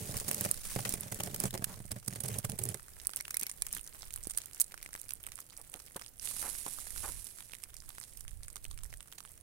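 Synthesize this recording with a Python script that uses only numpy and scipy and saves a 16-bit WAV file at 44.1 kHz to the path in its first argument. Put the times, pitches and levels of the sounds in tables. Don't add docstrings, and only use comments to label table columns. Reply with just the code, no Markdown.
import sys
import numpy as np
from scipy import signal
from scipy.fft import rfft, irfft, next_fast_len
from scipy.io import wavfile
from scipy.ndimage import uniform_filter1d

SR = 44100
rng = np.random.default_rng(int(sys.argv[2]) if len(sys.argv) > 2 else 0)


def master_out(mix):
    frames = np.transpose(np.atleast_2d(mix))
    ceiling = np.clip(frames, -1, 1)
    pcm = np.round(ceiling * 32767).astype(np.int16)
    wavfile.write(sys.argv[1], SR, pcm)


N = 415410
TIME = np.arange(N) / SR
TEN_MS = SR // 100


def undb(db):
    return 10 ** (np.asarray(db) / 20)


def curve(table):
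    return np.interp(TIME, *np.transpose(table))


def unit(x):
    return x / np.sqrt(np.mean(x ** 2))


def impulse_level(x, db):
    return x * undb(db) * np.sqrt(TEN_MS / np.mean(np.sum(x ** 2, axis=-1)))


def pan(db):
    return unit(undb(np.array([[db], [-db]]) / 2))


def colour(x, points):
    hz, db = np.transpose(points)
    size = 2 * next_fast_len(x.shape[-1])
    log_hz = np.log(np.fft.rfftfreq(size, 1 / SR) + 1)
    cepstrum = irfft(np.log(undb(np.interp(log_hz, np.log(hz), db))))
    cepstrum[1:size // 2] *= 2
    cepstrum[size // 2 + 1:] = 0
    return irfft(rfft(x, size) * np.exp(rfft(cepstrum)))[..., :x.shape[-1]]


def wander(rate):
    hold = int(SR / rate)
    steps = np.repeat(rng.standard_normal(N // hold + 1), hold)
    return unit(uniform_filter1d(uniform_filter1d(steps, hold), hold)[:N])


def swell(start, hold, attack_s, release_s):
    age = TIME - start
    return np.clip(age / attack_s, 0, 1) * np.exp(-np.maximum(age - attack_s - hold, 0) / release_s)


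def add(out, start, sound):
    i = int(np.clip(start * SR, 0, N - 1))
    out[:, i:i + sound.shape[-1]] += sound[..., :N - i]


def grains(rate, spread_db, tail_s, tail_db):
    size = (rng.random(N) < rate / SR) * undb(spread_db * np.minimum(rng.exponential(size=N), 4))
    hits = size * rng.choice([-1, 1], N) * undb(6.7 * rng.standard_normal((2, N)))
    decay = np.exp(-1 / (tail_s * SR))
    scatter = np.sqrt(signal.lfilter([1 - decay], [1, -decay], hits ** 2 + 1e-18))
    return unit(hits + undb(tail_db) * scatter * rng.standard_normal((2, N)))


def shifting_resonances(x, spread_db):
    spectra = signal.stft(x, nperseg=256)[2]
    peaks = unit(uniform_filter1d(rng.standard_normal(spectra.shape[1:]), 4, axis=0))
    return signal.istft(spectra * undb(spread_db * peaks), nperseg=256)[1][:, :N]


# time in seconds, level in dB.
PATTER_LEVEL = [(0, -56.5), (2.85, -55.5), (3.5, -53.5), (5.3, -56), (5.9, -56.5), (8, -58.5), (9.4, -58)]
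# frequency in Hz, spectral level in dB.
PATTER_SPECTRUM = [(200, 7), (400, 12.5), (800, 6.5), (1500, 6.5), (3000, 5), (6000, 3.5), (10000, 6),
                   (15500, 9.5)]


def patter(level_db=-3.5):
    far = grains(rate=2500, spread_db=2.8, tail_s=0.0033, tail_db=9)
    hiss = unit(colour(far, PATTER_SPECTRUM))
    return hiss * undb(level_db + wander(7.4) + curve(PATTER_LEVEL)) * pan(-1.3)


# time of the peak in seconds, half length in seconds, level in dB.
GUSTS = [(0.186, 0.076, -41.5), (0.69, 0.17, -44.5), (1.504, 0.33, -51), (2.496, 0.18, -50.5),
         (3.502, 0.4, -57.5), (4.19, 0.19, -50.5), (4.89, 0.35, -55.5), (6.72, 0.2, -52.5),
         (7.11, 0.1, -50), (7.757, 0.25, -56.5), (8.374, 0.14, -46), (8.77, 0.15, -50)]
# frequency in Hz, spectral level in dB.
WIND_SPECTRUM = [(12, 0.5), (25, 2.5), (50, -1.5), (90, -9.5), (180, -26), (400, -62), (1500, -68)]


def wind(breeze_db=-64, flutter_db=4.5):
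    gust_power = sum(undb(db) ** 2 * np.exp(-((TIME - peak) / half) ** 2) for peak, half, db in GUSTS)
    strength = np.sqrt(undb(breeze_db) ** 2 + gust_power)
    eddies = unit(colour(rng.standard_normal((2, N)), WIND_SPECTRUM))
    return eddies * strength * undb(flutter_db * wander(6.5)) * pan(-8)


# frequency in Hz, spectral level in dB.
MURMUR_SPECTRUM = [(30, 1), (70, 1), (120, 3), (200, -7.5), (350, -11.5), (700, -15), (1500, -42),
                   (4000, -71), (15000, -72)]


def neighbourhood(level_db=-66):
    noise = rng.standard_normal(N) + 0.13 * rng.standard_normal((2, N))
    return unit(colour(noise, MURMUR_SPECTRUM)) * undb(level_db) * pan(-3.5)


# frequency in Hz, level in dB, time to fall 60 dB in seconds.
PANE_MODES = [(84, -17, 0.11), (115.7, -2.5, 0.17), (131.9, -2, 0.19), (170, -7.5, 0.052),
              (190.6, 0, 0.082), (243, -10, 0.035), (304, -13, 0.058), (380, -7.5, 0.11),
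              (437, -2.5, 0.065), (529, -4, 0.032), (590, -4, 0.054), (674, -8, 0.056), (798, -5, 0.043),
              (1070, 1, 0.031)]
# time in seconds, tilt in dB per octave.
BOOM_TILT = [(1.6, 3), (2.2, -9.5)]


def pane(start, scatter_db, hollow_hz, falloff_db_per_octave=10, left_lag_s=0.00038):
    hz, db, t60 = np.transpose(PANE_MODES)
    upper = hz > 330
    db = db + scatter_db * rng.standard_normal(len(hz))
    db -= upper * falloff_db_per_octave * np.abs(np.log2(hz / hollow_hz))
    db += ~upper * np.interp(start, *np.transpose(BOOM_TILT)) * np.log2(hz / np.mean(hz[~upper]))
    age = np.maximum(np.arange(20 * TEN_MS) / SR - np.array([[left_lag_s], [0]]), 0)
    rings = np.array([np.sin(2 * np.pi * f * age) * undb(level) * np.exp(-np.log(1000) * age / decay)
                      for f, level, decay in zip(hz, db, t60)])
    rings = signal.sosfilt(signal.butter(2, 100, "high", fs=SR, output="sos"), rings)
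    return rings[~upper].sum(axis=0), rings[upper].sum(axis=0)


# start in seconds, hold in seconds, crunch level in dB,
# rub level in dB, judder depth in dB, centre of the hollow ring in Hz.
STROKES = [(0, 0.178, -48.5, -40, -0.5, 490), (0.242, 0.27, -48, -43, 1.5, 620),
           (0.508, 0.075, -50, -55, 8, 500), (0.64, 0.12, -49.5, -60.5, 0.5, 600),
           (0.766, 0.19, -44, -43, 6, 604), (0.974, 0.12, -50, -44, 0, 515),
           (1.113, 0.053, -45, -42, 4.5, 504), (1.188, 0.015, -41, -37, 6, 500),
           (1.231, 0.054, -47, -40.5, -2, 500), (1.297, 0.11, -54.5, -44.5, 1, 520),
           (1.405, 0.069, -43, -44.5, -2, 500), (1.528, 0.022, -52, -40, 1, 520),
           (1.611, 0.008, -53, -46, 7, 560), (1.667, 0.06, -53.5, -46.5, 0, 560),
           (1.734, 0.065, -60, -51.5, 7, 600), (1.906, 0.049, -45, -44.5, 10, 550),
           (2.069, 0.012, -63, -42, 10, 576), (2.103, 0.025, -44.5, -40, 2.5, 560),
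           (2.15, 0.011, -45, -40, 0.5, 500), (2.182, 0.006, -61, -46, 7, 560),
           (2.203, 0.0096, -44.5, -41, 8, 560), (2.235, 0.13, -44.5, -36.5, 4, 546),
           (2.379, 0.011, -59, -36, 3, 550), (2.44, 0.014, -49, -38, 2, 450),
           (2.49, 0.052, -48, -37.5, 7, 397), (2.592, 0.13, -48.5, -38, 5.5, 400),
           (3.165, 0.021, -50, -68, 10, 400), (3.41, 0.017, -46.5, -69, 8, 402),
           (3.711, 0.069, -49, -59, 1, 400), (4.379, 0.018, -52, -73, -1, 396)]
# time in seconds, level in dB.
GLIDE_LEVEL = [(0, -50), (0.5, -45.5), (0.62, -51), (0.66, -44.5), (0.94, -48.5), (1.05, -80), (1.4, -51),
               (1.5, -69), (1.73, -58), (1.85, -81), (2.05, -68), (2.12, -81), (2.38, -65), (2.42, -80),
               (2.7, -67), (2.85, -99)]
# frequency in Hz, spectral level in dB.
CRUNCH_SPECTRUM = [(60, 5), (200, 15), (600, 2.7), (1200, 3), (3000, 5), (6000, 4.1), (10000, 3.4),
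                   (15500, 2.3)]
GLIDE_SPECTRUM = [(200, -4), (1000, -3), (2500, -1), (4500, 4), (8500, 3), (15500, 2)]


def finger(crunch_db=-2, rub_db=-4, hollow_db=-1.5, judder_per_s=70, attack_s=0.0011, release_s=0.014):
    out = np.zeros((2, N))
    breaking = grains(rate=1700, spread_db=2.05, tail_s=0.003, tail_db=-0.51)
    crunch = colour(shifting_resonances(breaking, 4.7), CRUNCH_SPECTRUM)
    slips = grains(rate=1100, spread_db=1.4, tail_s=0.0018, tail_db=-7)[:1]
    judder = np.tanh(wander(judder_per_s)) + np.tanh(wander(4 * judder_per_s))
    for start, hold, crust_db, glass_db, judder_db, hollow_hz in STROKES:
        span = (TIME >= start) & (TIME < start + hold + 4 * release_s)
        grip = undb(judder_db * judder[span])
        deep, hollow = pane(start, 0, hollow_hz)
        response = deep + undb(hollow_db) * hollow
        rub = signal.fftconvolve(slips[:, span] * grip ** 0.38, response)[:, :len(grip)]
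        crust = unit(crunch[:, span] * grip) * undb(crust_db + crunch_db)
        glass = unit(rub) * undb(glass_db + rub_db) * pan(-2.5)
        add(out, start, (crust + glass) * swell(start, hold, attack_s, release_s)[span])
    gliding = grains(rate=4000, spread_db=3.6, tail_s=0.0012, tail_db=1)
    hiss = unit(colour(shifting_resonances(gliding, 2.8), GLIDE_SPECTRUM))
    return out + hiss * undb(curve(GLIDE_LEVEL) + 2.7 * judder)


def faint_pellets(per_s=95, top_db=1, range_db=12):
    when, small, bright, side = rng.random((int(per_s * N / SR), 4)).T
    db = curve(PATTER_LEVEL)[(when * (N - 1)).astype(int)] + top_db - range_db * np.sqrt(small)
    tilt_db = 2.5 + 8 * (2 * bright - 1)
    pan_db = -8.5 + 8 * (2 * side - 1)
    return list(zip(when * TIME[-1], db, tilt_db, pan_db))


# start in seconds, level in dB,
# tilt in dB per octave, balance in dB.
PELLETS = [(2.7964, -53.5, -8, 0), (3, -52.5, -1, -8), (3.05, -54, -3.5, -9), (3.1352, -46.5, -3, -4),
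           (3.2807, -46.5, 0.5, 2), (3.503, -54, 2, -1.0), (3.5144, -46, 2, 4), (3.6858, -53, 8, 6),
           (3.736, -47, -1, -5), (3.7736, -46, 9, 2.0), (3.783, -51, 1, -5), (3.794, -55, 0, -9),
           (3.8653, -55.5, 3, -3), (3.8756, -49.5, 6, 3), (4.021, -49.5, 1.5, -10), (4.0307, -51, -5.5, -1),
           (4.1065, -51, -3, -8.0), (4.1603, -42.5, -1.5, -1), (4.2368, -48, 9, -9), (4.246, -52, 7, 2),
           (4.2985, -45, 0, -7), (4.4175, -47.5, 3, 9), (4.4584, -47.5, 1.5, -5), (4.5467, -51, 5, -5),
           (4.6428, -50.5, 4.5, -2), (4.7208, -52.5, 1.5, -4), (4.7773, -53, -2.5, -1),
           (4.828, -47, 1.5, -3), (4.9311, -50, -2.5, -6), (4.94, -50, 2, -2.0), (5.0918, -47, 4, -5),
           (5.121, -52, -1, -5), (5.2303, -52.5, 18, -4), (5.2384, -50, 1, -3), (5.2664, -45, 0, -8),
           (5.3196, -49.5, -2, -10), (5.3561, -50, 8, -13.0), (5.3886, -51, -2.5, -8),
           (5.4037, -46, 1.5, -5), (5.5672, -54, 3, -5), (5.801, -53, 1.5, -2), (5.9957, -52, -3.5, -5),
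           (6.0196, -49, 0.5, -11), (6.063, -51, 0.5, -9), (6.1969, -48.5, 4, -6.0),
           (6.2616, -50, 3.5, -13), (6.2742, -45.5, -2, -6), (6.3134, -52, -2, -7), (6.364, -57, -5.5, -10),
           (6.7363, -48.5, 2, -11), (6.9055, -46.5, -1, -8), (6.9787, -44, 1.5, -12), (7.088, -49, 2, -7),
           (7.244, -51, 15, -10.0), (7.386, -53, -5, 1), (7.406, -50, -1, -9), (7.551, -51, 0.5, -9.0),
           (7.742, -52.5, -2.5, -6), (7.7673, -52, 2.5, -9), (7.904, -54.0, -1.5, -7),
           (8.0005, -53, 3, -6.0), (8.013, -51, -0.5, -11), (8.173, -51, 14, -8), (8.2801, -49, -1.5, -10),
           (8.482, -49.5, -2, -3.5), (8.5581, -47, -0.5, -6), (8.712, -50.5, -2.5, -8),
           (8.7888, -54, -2, -2.0), (8.9277, -52.5, -2.5, -6), (9.006, -51, -2.5, -4), (9.1256, -51, 1, -9),
           (9.2047, -51, -2, -9), (9.2508, -54, -5, -6.0), (3.8118, -54.5, 10, -13), (3.9417, -62, 7, -9),
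           (4.055, -58, 19, -6), (4.176, -53, -2, -10), (4.5328, -54.5, 2.5, -11), (4.9617, -53, 1, -5),
           (4.9985, -54, 7, -13), (5.5755, -53, 11, -4), (5.615, -53.5, 6, -14), (5.7603, -57, 4, -12),
           (7.803, -54, 3.5, -7), (8.0305, -52.5, 0.5, -12), (8.0383, -52.5, -2.5, -2),
           (8.433, -52.5, 1.5, -8), (8.5022, -56, 5, -14), (8.7762, -55, 0, -13), (8.8445, -53, 7, -15)]
# frequency in Hz, spectral level in dB.
PELLET_SPECTRUM = [(150, -16.5), (600, -6.5), (1200, -1.5), (2000, -1.5), (3200, -0.5), (5500, 1.5),
                   (9000, 2), (14000, -1.5), (20000, -36)]


def pellets(level_db=1, contact_s=0.00047, scatter_s=0.0053, ring_hz=3600, cycles=0.99, bounce_db=-13):
    out, t = np.zeros((2, N)), np.arange(TEN_MS) / SR
    hz, spectrum_db = np.transpose(PELLET_SPECTRUM)
    octaves = np.log2(np.clip(hz, 1200, 10000) / 3000)
    for start, db, tilt_db, pan_db in PELLETS + faint_pellets():
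        click = rng.standard_normal((2, len(t))) * np.sqrt(t) * np.exp(-t / contact_s)
        scatter = rng.standard_normal((2, len(t))) * np.exp(-t / scatter_s)
        shape_db = spectrum_db + tilt_db * octaves + 4.5 * rng.standard_normal(len(hz))
        pitch = np.clip(ring_hz * 2 ** (tilt_db / 6 + 0.44 * rng.standard_normal()), 1200, 10000)
        ring = np.sin(2 * np.pi * (pitch * t + rng.random((2, 1)))) * np.exp(-t * pitch / cycles)
        impact = impulse_level(click, 0) + impulse_level(ring, -6) + impulse_level(scatter, -7)
        impact = colour(impact, np.column_stack([hz, shape_db]))
        impact = impulse_level(impact, db + level_db) * pan(pan_db)
        add(out, start, impact)
        add(out, start + 0.004 + 0.021 * rng.random(), impact * undb(bounce_db))
    return out


def faint_taps(per_s=6.3, level_db=-7.5, ring_hz=1850):
    count = round(TIME[-1] * per_s)
    starts = TIME[-1] * (np.arange(count) + rng.random(count)) / count
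    size, pitch, side = rng.standard_normal((count, 3)).T
    db = curve(PATTER_LEVEL)[(starts * SR).astype(int)] + level_db + 3 * size
    return list(zip(starts, db, ring_hz * 2 ** (0.28 * pitch), -7 + 5 * side))


# start in seconds, level in dB, ring frequency in Hz,
# balance in dB.
BODYWORK_TAPS = [(3.0935, -46.5, 1410, -5), (2.127, -50, 1850, 0), (4.89, -54, 1400, -8),
                 (3.7671, -45.5, 1777, -16), (4.7419, -45, 1480, -17), (4.861, -47, 2070, 2),
                 (4.9515, -44, 1780, 4), (5.273, -52, 1320, -5), (6.0135, -48, 1280, -6),
                 (6.4272, -41, 1500, -1.5), (6.551, -47.5, 1990, -8), (6.664, -40, 1030, -3),
                 (6.7863, -45, 1230, -4), (6.87, -49, 1620, -3.5), (6.962, -46, 1460, -4),
                 (7.535, -45.5, 2480, -10), (7.9827, -45.5, 1480, -4), (8.652, -46.5, 2940, -1),
                 (8.939, -49, 1750, -12)]


def bodywork_taps(level_db=-1, cycles=1.65, click_db=-3, click_s=0.002, left_lag_s=0.00033):
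    out, t = np.zeros((2, N)), np.arange(TEN_MS) / SR
    age = np.maximum(t - np.array([[left_lag_s], [0]]), 0)
    for start, db, hz, pan_db in BODYWORK_TAPS + faint_taps():
        ring = np.sin(2 * np.pi * hz * age) * np.exp(-age * hz / cycles)
        click = rng.standard_normal(ring.shape) * np.exp(-t / click_s)
        tap = impulse_level(ring, db + level_db) + impulse_level(click, db + click_db)
        add(out, start, tap * pan(pan_db))
    return out


# release time in seconds, boom level in dB,
# knock level in dB, centre of the knock in Hz, rasp level in dB.
NAIL_CATCHES = [(0.143, -41, -45, 650, -43.5), (0.214, -45, -43, 560, -48), (0.287, -66, -42.5, 660, -44),
                (0.311, -65, -43, 600, -40), (0.411, -39.5, -47, 600, -42), (0.45, -43, -36.5, 600, -49),
                (0.46, -34.5, -39, 630, -39.5), (0.762, -29.5, -33.5, 520, -36.5),
                (0.79, -38, -45, 598, -36), (0.857, -46, -38, 700, -36.5), (1.123, -41.5, -55, 590, -40.5),
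                (1.205, -40, -40.5, 503, -39), (1.273, -47, -45, 497, -41), (1.345, -49, -45, 520, -46),
                (1.404, -49, -45, 560, -56), (1.44, -29, -34, 454, -40.5), (1.455, -33, -36.5, 600, -43),
                (1.542, -45, -43, 500, -43), (1.551, -41, -35, 510, -39), (1.576, -52, -53, 520, -50),
                (1.594, -38.5, -56, 400, -58), (1.623, -43, -42, 553, -44), (1.803, -42, -56, 600, -53),
                (1.851, -44.5, -58, 600, -67), (1.92, -36, -54, 550, -50), (1.963, -39, -46, 550, -53),
                (2.081, -35, -50, 580, -70), (2.16, -49, -59, 403, -47.5), (2.249, -39, -45, 600, -44),
                (2.294, -40, -43, 495, -57), (2.357, -41.5, -48, 550, -49), (2.446, -38.5, -41, 480, -41),
                (2.495, -42, -53, 416, -49), (2.591, -47, -43.5, 420, -45), (2.655, -44, -42, 398, -59),
                (2.746, -43, -45, 400, -44)]
# frequency in Hz, spectral level in dB.
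RASP_SPECTRUM = [(40, -65), (150, 1), (400, 2), (700, 9), (1200, -2), (2000, -1), (4000, -8), (9000, -9.5)]


def nail_catches(level_db=-1, knock_trim_db=-1.5, grip_s=0.0017, slip_s=0.0051, chatter_s=0.0054):
    out, t = np.zeros((2, N)), np.arange(8 * TEN_MS) / SR
    lead_s = 0.01
    age = t - lead_s
    grind_envelope = np.exp(-np.abs(age) / np.where(age < 0, grip_s, slip_s))
    for release, boom_db, knock_db, hollow_hz, rasp_db in NAIL_CATCHES:
        deep, hollow = pane(release, 2, hollow_hz)
        chatter = rng.laplace(size=len(t)) * np.exp(-t / chatter_s)
        push = impulse_level(1.0 * (t == 0), 0) + impulse_level(chatter, -1)
        knock = signal.fftconvolve(hollow, push[None])
        grind = (rng.standard_normal(len(t)) + rng.laplace(size=(2, len(t)))) * grind_envelope
        rasp = colour(grind, RASP_SPECTRUM)
        add(out, release, impulse_level(deep, boom_db + level_db) * pan(-3.5))
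        add(out, release, impulse_level(knock, knock_db + knock_trim_db) * pan(-1))
        add(out, release - lead_s, impulse_level(rasp, rasp_db + level_db) * pan(-0.71))
    return out


def shard_spectrum(tilt_db, crumble_s, low_hz=900, grain_hz=1050, resonance_db=4):
    hz = np.geomspace(110, 21000, 20)
    db = tilt_db * np.log2(np.clip(hz, 3000, 10000) / 6000)
    db -= 10 * np.log10(1 + low_hz / hz)
    db -= 10 * np.log10(1 + (grain_hz / hz) ** 4 / (1000 * crumble_s))
    db += resonance_db * rng.standard_normal(len(hz)) / (1 + (hz / 9000) ** 2)
    db -= 10 * np.log10(1 + (hz / 16500) ** 12)
    return np.column_stack([hz, db])


# start in seconds, level in dB,
# crumbling time in milliseconds, tilt in dB per octave, balance in dB.
ICE_CRACKS = [(0.169, -37.5, 1.9, 2, -3), (0.1756, -39.5, 1.75, 4.5, 2), (0.2, -40.5, 0.97, 1, 1),
              (0.2816, -35, 6, 2.5, -2), (0.291, -37, 1.2, 8, -1), (0.3134, -33, 1.34, 1, -3),
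              (0.331, -44, 1.4, 3, -7), (0.441, -39, 2.2, 3, -6), (0.543, -44, 1.13, 2, -1),
              (1.033, -45.5, 4, -5, 0), (1.2613, -46, 1.2, 3, -7), (1.5772, -44, 0.99, -2, -1),
              (2.4974, -41, 1.86, 1.5, -5), (2.519, -47, 0.91, 1, -6), (0.345, -35, 2.3, 5, 0),
              (0.4099, -32.5, 0.8, 6.5, -4), (0.4496, -34, 4.2, -0.5, 0), (0.489, -43, 2, -1, 6),
              (0.5133, -29, 0.59, 10.5, -1.5), (0.852, -34, 2.2, -3, 8), (0.893, -34, 1.4, 9, -1),
              (0.924, -40, 1.6, 6, -4), (0.9383, -36, 3.2, 6, 3), (1.008, -40.5, 1.3, 30, -5),
              (1.12, -43, 4.4, 6, 4), (1.145, -42.5, 1.2, 7, 0), (1.2022, -37, 4.4, -2.5, 0),
              (1.2354, -37, 2.2, 0.5, 0), (1.345, -37.5, 2.55, 2.5, 0), (1.362, -41, 1.4, 2, 1),
              (1.402, -33, 1.38, 5.5, -2.5), (1.438, -35, 3.3, 3.5, 0), (1.456, -40, 1.9, 2, 0),
              (1.508, -43, 1.33, -0.5, 4), (1.54, -42, 2.2, 0, -1), (1.643, -31.5, 1.8, 4, -5),
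              (1.9178, -38, 2.2, 8, -6), (2.08, -35.5, 4.2, 2.5, -6), (2.2048, -39.5, 2.5, 5, -8),
              (2.237, -39.5, 2.6, 7.5, -11), (2.258, -40.5, 4.6, 3, -8), (2.283, -38, 4.3, 4, -3),
              (2.386, -34, 3.1, 8, -7), (2.448, -36.5, 7.7, 1, -4.5), (2.589, -36.5, 4.5, 4, -8),
              (2.637, -37, 3.3, 11, -4.5), (2.654, -39, 0.99, 11, -1), (2.6895, -36.5, 0.93, 3, -12),
              (2.744, -41.5, 1.45, 0, -13), (3.0704, -33.5, 0.34, 12.5, -5), (3.1615, -36.5, 0.15, 15, -10),
              (3.1684, -40, 7.9, 2.5, 0), (3.2088, -39.5, 0.71, 0, -1), (3.253, -45.5, 1.1, -6.5, -8),
              (3.3076, -39.5, 2, 2.5, 0.5), (3.3438, -38.5, 0.63, 19, 0), (3.37, -33, 0.63, 8, -1),
              (3.396, -42, 0.2, 14, -1), (3.3981, -43, 0.32, 8, -4), (3.4006, -46, 0.57, 2, -1),
              (3.4126, -40.5, 1.4, 6, -2), (3.4312, -44, 0.29, 12, 4), (3.4328, -36.5, 0.75, 1.5, 1),
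              (3.467, -38.5, 0.63, 2, 5), (3.4956, -41.5, 3.3, 2, -4), (3.6216, -33.5, 0.5, 3.5, -7),
              (3.667, -39, 0.73, 6.5, 2), (3.7283, -36, 0.89, 15, -2), (3.749, -40.5, 2.14, 7, -9),
              (4.139, -42, 0.62, 10, -17), (4.2714, -41, 0.74, 6, -25), (4.308, -40, 5.6, 4, -6),
              (4.375, -33, 2.8, 4.5, -3), (4.384, -37.5, 2.7, 5, 4), (4.6003, -30, 0.65, 9, 1),
              (4.606, -27.5, 2.7, 12, -14), (4.614, -28.5, 3.2, 10, -6), (5.0153, -43.5, 0.39, 14, -11),
              (5.107, -41, 2.06, 1, -9), (5.1356, -37, 0.27, 47, -20), (5.74, -44, 1.22, -3.5, -8),
              (5.9637, -41, 4.3, 3, 0), (7.6377, -43.5, 0.74, 0, -10), (7.891, -47.5, 1.63, 1.5, -8),
              (8.2077, -48.5, 1.14, 4, -8), (8.5662, -47, 3.1, -5, -5), (8.6432, -48, 1.4, 3, -16),
              (8.835, -48, 1.76, 0.5, -9), (9.1823, -47, 3.3, -1, -8)]


def ice_cracks(fragments=9, tail_s=0.003, debris_s=0.0043):
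    lead_s = 0.003
    out, t = np.zeros((2, N)), np.arange(5 * TEN_MS) / SR - lead_s
    after, onset = t >= 0, np.searchsorted(t, 0)
    for start, db, crumble_ms, tilt_db, pan_db in ICE_CRACKS:
        crumble_s = crumble_ms / 1000
        fracture = np.zeros((2, len(t)))
        for port in fracture:
            breaks = onset + (rng.random(fragments) * crumble_s * SR).astype(int)
            np.add.at(port, breaks, rng.standard_normal(fragments) * rng.random(fragments))
            port[onset] += 1.95 / np.sqrt(1 + crumble_s / 0.00014)
        dust_s = np.where(after, crumble_s, 0.71 * crumble_s)
        dust = rng.laplace(size=fracture.shape) * np.exp(-np.abs(t) / dust_s)
        tail = rng.standard_normal(fracture.shape) * np.exp(-np.abs(t) / tail_s) * after
        crumbs = rng.standard_normal(fracture.shape)
        crumbs *= undb(9 * np.minimum(rng.exponential(size=len(t)), 5))
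        crumbs *= np.exp(-np.abs(t) / debris_s) * after
        debris = impulse_level(crumbs, -14) * np.sqrt(crumble_s / 0.00026)
        burst = impulse_level(fracture, 0) + impulse_level(dust, -3) + impulse_level(tail, -15) + debris
        crack = colour(burst, shard_spectrum(tilt_db, crumble_s))
        add(out, start - lead_s, impulse_level(crack, db) * pan(pan_db))
    return out


# start in seconds, level in dB, length in seconds,
# centre frequency in Hz.
BRUSHES = [(1.655, -55.5, 0.11, 1090), (5.57, -60.5, 0.06, 828), (5.725, -57, 0.06, 710),
           (5.955, -49, 0.029, 950), (6.418, -47, 0.085, 1100), (6.661, -50, 0.03, 960),
           (7.025, -44.5, 0.047, 1070), (7.062, -47.5, 0.044, 960), (7.088, -52, 0.032, 108)]


def brushes():
    out = np.zeros((2, N))
    for start, db, length, hz in BRUSHES:
        noise = rng.standard_normal(20 * TEN_MS) + 0.5 * rng.standard_normal((2, 20 * TEN_MS))
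        band = [(hz / 8, -12), (hz / 2, -3), (hz, 0), (hz * 1.2, -3), (hz * 3, -18), (hz * 10, -40)]
        swish = unit(colour(noise, band))
        window = np.sqrt(np.hanning(int(length * SR)))
        add(out, start, swish[:, :len(window)] * window * undb(db))
    return out


# start in seconds, level in dB, nominal pitch in Hz, balance in dB.
FLAKE_SNAPS = [(3.203, -44.5, 2055, -15), (3.208, -52, 2060, -3), (3.3075, -48, 2330, 1),
               (3.3429, -41, 1950, -10.5), (3.3684, -44, 2280, -5), (3.412, -48, 2150, -6),
               (3.4275, -47, 2170, -2), (3.4328, -46, 2230, -18), (3.4674, -45, 2100, -6),
               (3.4946, -56, 2150, -1), (3.6217, -45.5, 2100, -6), (4.308, -56, 1880, -5),
               (4.374, -52, 1620, -10)]
# multiple of the pitch, level in dB, time to fall 60 dB in seconds.
FLAKE_MODES = [(1, -2, 0.037), (2.02, -4, .01), (2.72, -3, .014)]


def flake_snaps(level_db=1, rise_per_s=18, bend_s=0.008, left_lag_s=0.00019):
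    out, t = np.zeros((2, N)), np.arange(4 * TEN_MS) / SR
    age = np.maximum(t - np.array([[left_lag_s], [0]]), 0)
    for start, db, hz, pan_db in FLAKE_SNAPS:
        phase = 2 * np.pi * hz * age * (1 + rise_per_s * np.minimum(age, bend_s) / 2)
        detunings = 1 + 0.02 * rng.standard_normal(len(FLAKE_MODES))
        ring = sum(np.sin(ratio * detune * phase) * undb(level) * np.exp(-np.log(1000) * age / t60)
                   for (ratio, level, t60), detune in zip(FLAKE_MODES, detunings))
        add(out, start, impulse_level(ring, db + level_db) * pan(pan_db))
    return out


# start in seconds, level in dB, frequency in Hz.
CASE_BUMPS = [(4.2709, -43.5, 300), (5.9601, -44, 445), (5.9658, -52, 650), (5.752, -53, 380),
              (6.664, -52, 330), (6.671, -56, 520)]


def case_bumps(cycles=0.35):
    out, t = np.zeros((2, N)), np.arange(3 * TEN_MS) / SR
    for start, db, hz in CASE_BUMPS:
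        swing = np.sin(2 * np.pi * hz * t) * np.exp(-t * hz / cycles)
        add(out, start, impulse_level(swing, db) * pan(-2))
    return out


# start in seconds, rise in seconds, hold in seconds, level in dB.
SLEEVE_SLIDES = [(6.191, 0.075, 0.14, -37.7), (6.447, 0.041, 0.31, -44), (6.888, 0.1, 0.082, -41),
                 (7.722, 0.22, 0.12, -56.5)]
# frequency in Hz, spectral level in dB.
SLEEVE_SPECTRUM = [(150, -0.5), (500, -6), (1400, -7.5), (2300, -4), (3800, -1), (6000, 0), (8000, 2),
                   (11500, 4.5), (15500, -5.5)]


def sleeve(level_db=-5, release_s=0.22):
    power = sum((undb(db) * swell(start, hold, rise, release_s)) ** 2
                for start, rise, hold, db in SLEEVE_SLIDES)
    snags = grains(rate=3200, spread_db=1.5, tail_s=0.0018, tail_db=1)
    fibres = unit(colour(shifting_resonances(snags, 1.9), SLEEVE_SPECTRUM))
    return fibres * np.sqrt(power) * undb(level_db + 0.89 * wander(45)) * pan(-8)


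def scene():
    ice = patter() + pellets() + ice_cracks() + flake_snaps() + bodywork_taps()
    touch = finger() + nail_catches() + sleeve() + brushes() + case_bumps()
    return ice + touch + wind() + neighbourhood()


# frequency in Hz, gain in dB.
LEFT_PORT = [(500, -2), (1100, -1.5), (2100, 2.5), (3500, -4.5), (5200, -2), (7000, 2), (9300, 0),
             (12000, -1.5), (15500, 1.5)]
RIGHT_PORT = [(500, 0), (3500, -1), (5200, 0.5), (7000, 2), (9300, 9.5), (12000, 3), (15500, -3)]


def record(dry):
    top_hz = 15750
    heard = np.array([colour(dry[0], LEFT_PORT), colour(dry[1], RIGHT_PORT)])
    return signal.sosfilt(signal.ellip(8, 0.2, 70, top_hz, fs=SR, output="sos"), heard)


dry = scene()
out = record(dry)
master_out(out)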